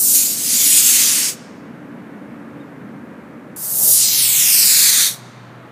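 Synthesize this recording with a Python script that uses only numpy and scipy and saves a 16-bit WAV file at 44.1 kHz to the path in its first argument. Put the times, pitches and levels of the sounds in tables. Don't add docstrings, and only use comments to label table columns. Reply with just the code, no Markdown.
import sys
import numpy as np
from scipy import signal
from scipy.fft import rfft, irfft, next_fast_len
from scipy.io import wavfile
from scipy.ndimage import uniform_filter1d, map_coordinates

SR = 44100
rng = np.random.default_rng(int(sys.argv[2]) if len(sys.argv) > 2 else 0)


def digitize_waveform(pressure):
    field = np.atleast_2d(pressure).T
    bounded = np.clip(field, -1, 1)
    quanta = np.round(bounded * 32767).astype(np.int16)
    wavfile.write(sys.argv[1], SR, quanta)


N = 251955
TIME = np.arange(N) / SR
TOP_HZ = 15400
BACKGROUND_SWITCH_S = 3.56

# time_s, level_db
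FIRST_BURN = [(0.0, -14.5), (0.16, -10.5), (0.354, -21.5), (0.442, -20), (0.54, -13.5), (0.788, -9.5),
              (0.824, -12), (0.94, -10.5), (1.26, -17)]
SECOND_BURN = [(3.57, -32), (3.63, -25.5), (3.9, -9.5), (4.118, -15), (4.24, -13), (4.332, -13.5),
               (4.514, -11), (4.894, -10.5), (4.914, -12.5), (5.02, -12)]
# centre_s, width_s, tilt_db_per_octave
FIRST_BRIGHTENING = [(.285, 0.061, 1.5), (.76, 0.37, 2.5)]
SECOND_BRIGHTENING = [(4.587, 0.2, 1.75)]
# frequency_hz, level_db
FIRST_NOZZLE = [(700, -24), (1500, -15.5), (2300, -8.5), (3200, -8), (4200, -4), (5500, -2.5), (7000, 2),
                (9000, -1), (11500, -2), (13500, -4), (15300, -6)]
SECOND_NOZZLE = [(700, -18), (1500, -8), (2500, -3), (3100, -3.5), (4000, 0), (5500, 1.5), (9000, 2),
                 (13000, -0.5), (15300, -3)]
# frequency_hz, decay_s
ECHO_DECAY = [(1000, 2.5), (4000, 1.1), (8000, .68), (14000, .38)]
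# frequency_hz, level_db
FIRST_TRAFFIC = [(25, -49), (48, -43), (73, -26), (95, -19), (131, -8.5), (243, -1.5), (293, -5),
                 (394, -11.5), (520, -11.5), (750, -18.5), (1600, -20), (2300, -27.5), (3200, -38),
                 (5000, -46.5), (14500, -51.5), (15400, -61)]
SECOND_TRAFFIC = [(25, -36), (50, -28), (80, -23), (115, -2.5), (180, -0.5), (260, -3), (380, -7),
                  (600, -9), (1300, -10.5), (2000, -16.5), (3000, -24.5), (5000, -38.5), (14500, -45),
                  (15400, -50)]
# centre_hz, width_hz, level_db
DRONE_BANDS = [(91.3, 11, -14), (135, 19.9, -8.5), (230.7, 21, -0.5), (290, 9, 5)]
# frequency_hz, level_db
PAD_ROAR = [(30, -36), (200, -3.5), (380, -2), (780, -4), (1050, -17.5), (2500, -27.5)]


def amp(db):
    return 10 ** (np.asarray(db) / 20)


def unit(x):
    return x / np.sqrt(np.mean(x ** 2) + 1e-20)


def along(points, hz):
    point_hz, values = np.transpose(points)
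    return np.interp(np.log(hz + 1), np.log(point_hz), values)


def swell(centre_s, width_s):
    return np.exp(-((TIME - centre_s) / width_s) ** 2)


def wobble(rate_hz):
    return map_coordinates(rng.standard_normal(int(N * rate_hz / SR) + 4), [TIME * rate_hz])


def sine(hz):
    return np.sqrt(2) * np.sin(2 * np.pi * np.cumsum(hz) / SR)


def filtered(x, response):
    size = next_fast_len(N + SR // 2)
    return irfft(rfft(x, size) * response(np.fft.rfftfreq(size, 1 / SR)), size)[:N]


def noise(spectrum):
    return unit(filtered(rng.standard_normal(N), lambda hz: amp(along(spectrum, hz))))


def flight(brightening, liftoff_s, climb_s, top_notch_hz, swing_at_s, swing_s, edges_hz, tilts_db):
    height = 1 - np.exp(-(np.maximum(TIME - liftoff_s, 0) / climb_s) ** 2)
    swing = (1 + np.tanh((TIME - swing_at_s) / swing_s)) / 2
    pad_hz, air_hz, top_hz = edges_hz
    edge_hz = pad_hz * (air_hz / pad_hz) ** swing * (top_hz / air_hz) ** height
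    pad_db, air_db, top_db = tilts_db
    tilt_db = pad_db + (air_db - pad_db) * swing + (top_db - air_db) * height
    tilt_db += sum(db * swell(centre_s, width_s) for centre_s, width_s, db in brightening)
    pad_notch_hz = 36000
    notch_hz = 1 / ((1 - height) / pad_notch_hz + height / top_notch_hz)
    return edge_hz, tilt_db, notch_hz


def thrust(burn, burnout_s):
    time_s, level_db = np.transpose(burn)
    lit = TIME > time_s[0] - .008
    spent = np.maximum(TIME - time_s[-1], 0) / burnout_s
    return amp(np.interp(TIME, time_s, level_db) - 60 * spent ** 2) * lit


def motor(climb, nozzle, edge_order, notch_depth, notch_reach, notch_spacing,
          ripple, ripple_lag_s, patchiness_db, sputter_db, crackle_db):
    bin_hz, frame_s, white = signal.stft(rng.standard_normal(N), SR, nperseg=512, noverlap=384)
    hz = bin_hz[:, None] + 1
    edge_hz, tilt_db, notch_hz = (np.interp(frame_s, TIME, curve) for curve in climb)
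    colour = amp(along(nozzle, hz) + tilt_db * np.log2(hz / 8000))
    colour /= np.sqrt(1 + (edge_hz / hz) ** edge_order)
    lag_s = 1 / (notch_hz * notch_spacing)
    depth = notch_depth * np.exp(-(np.maximum(hz / notch_hz - 1, 0) / notch_reach) ** 2)
    depth *= amp(-1.7 * hz / TOP_HZ)
    comb_cycles = np.maximum((hz - notch_hz) * lag_s, -.5)
    colour *= np.sqrt(1 - depth * np.cos(2 * np.pi * comb_cycles))
    ripple_depth = ripple * np.exp(-(lag_s / .00033) ** 2)
    colour *= np.sqrt(1 + ripple_depth * np.cos(2 * np.pi * hz * (ripple_lag_s - lag_s)))
    patches = uniform_filter1d(rng.standard_normal(white.shape), size=5, axis=0)
    patches = unit(uniform_filter1d(patches, size=36, axis=1))
    colour *= amp(patchiness_db * patches * np.sqrt(hz / 8000)) * (hz < TOP_HZ)
    colour /= np.sqrt(np.mean(colour ** 2, axis=0))
    hiss = signal.istft(white * colour, nperseg=512, noverlap=384)[1][:N]
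    uneven = unit(amp(sputter_db * wobble(70) + crackle_db * wobble(1200)))
    return uneven * hiss


def echo(x, delay_s, stretch):
    hz, t, white = signal.stft(rng.standard_normal(SR), SR, nperseg=256)
    decay_s = stretch * along(ECHO_DECAY, hz)[:, None]
    tail = signal.istft(white * amp(-60 * t / decay_s), SR, nperseg=256)[1]
    delayed = np.pad(x, (int(delay_s * SR), 0))[:N]
    wet = signal.fftconvolve(delayed, tail / np.linalg.norm(tail))[:N]
    air_loss = [(2000, -3), (5000, -3.5), (9000, -7), (15000, -11.5)]  # frequency_hz, gain_db
    return filtered(wet, lambda hz: amp(along(air_loss, hz)))


def first_rocket():
    climb = flight(FIRST_BRIGHTENING, liftoff_s=.32, climb_s=.46, top_notch_hz=3843, swing_at_s=.14,
                   swing_s=.097, edges_hz=(6560, 2150, 2100), tilts_db=(6.5, -.8, -3.5))
    hiss = motor(climb, FIRST_NOZZLE, edge_order=2.05, notch_depth=.3, notch_reach=2.8, notch_spacing=.9,
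                 ripple=.08, ripple_lag_s=.001, patchiness_db=2.17, sputter_db=.62, crackle_db=0)
    jet = thrust(FIRST_BURN, burnout_s=.14) * hiss
    return jet + amp(-20.5) * echo(jet, delay_s=.034, stretch=1)


def first_traffic():
    def bands(hz):
        return sum(amp(db) * np.exp(-((hz - centre) / width) ** 2) for centre, width, db in DRONE_BANDS)

    drone = unit(filtered(rng.standard_normal(N), bands))
    level = amp(-38 + 2 * swell(centre_s=2.4, width_s=1.1))
    return level * (noise(FIRST_TRAFFIC) + amp(-6) * drone)


def bird(peak_hz=3720, arch_hz=300):
    envelope = swell(centre_s=2.613, width_s=.018)
    pitch_hz = peak_hz - arch_hz * (1 - envelope) + 45 * wobble(300)
    return amp(-59) * envelope * sine(pitch_hz)


def second_traffic():
    return amp(-40 + .5 * wobble(2.8)) * noise(SECOND_TRAFFIC)


def engine_hum(peak_s=4.1, pitch_hz=124.2, sag_hz_per_s=1.6, beat_hz=.8, beat_share=.81):
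    t = TIME - peak_s
    beat = abs(1 + beat_share * np.exp(2j * np.pi * beat_hz * t)) / (1 + beat_share)
    return amp(-44 + 1.2 * wobble(9)) * beat * sine(pitch_hz - sag_hz_per_s * t)


def second_rocket():
    climb = flight(SECOND_BRIGHTENING, liftoff_s=3.715, climb_s=.81, top_notch_hz=2600, swing_at_s=3.99,
                   swing_s=.105, edges_hz=(10800, 2900, 1970), tilts_db=(-.1, 2.5, -2))
    hiss = motor(climb, SECOND_NOZZLE, edge_order=4.25,
                 notch_depth=.94, notch_reach=1.75, notch_spacing=.86,
                 ripple=.34, ripple_lag_s=.0011, patchiness_db=1.5, sputter_db=.51, crackle_db=.07)
    jet = thrust(SECOND_BURN, burnout_s=.21) * hiss
    return jet + amp(-25.5) * echo(jet, delay_s=.052, stretch=1.37)


def pad_blast(peak_s=3.89, peak_db=-32.5, rise_db_per_s=85, fall_db_per_s=448.5):
    t = TIME - peak_s
    below_peak_db = np.maximum(-rise_db_per_s * t, fall_db_per_s * t)
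    return amp(peak_db - below_peak_db) * noise(PAD_ROAR)


def scene():
    launches = first_rocket() + second_rocket() + pad_blast()
    first_bed = first_traffic() + bird()
    second_bed = second_traffic() + engine_hum()
    mono = launches + np.where(TIME < BACKGROUND_SWITCH_S, first_bed, second_bed)
    return np.array([mono, mono])


def record(dry):
    low_pass = lambda hz: 1 / (1 + (hz / TOP_HZ) ** 300)
    return np.array([filtered(np.clip(channel, -1, 1), low_pass) for channel in dry])


dry = scene()
out = record(dry)
digitize_waveform(out)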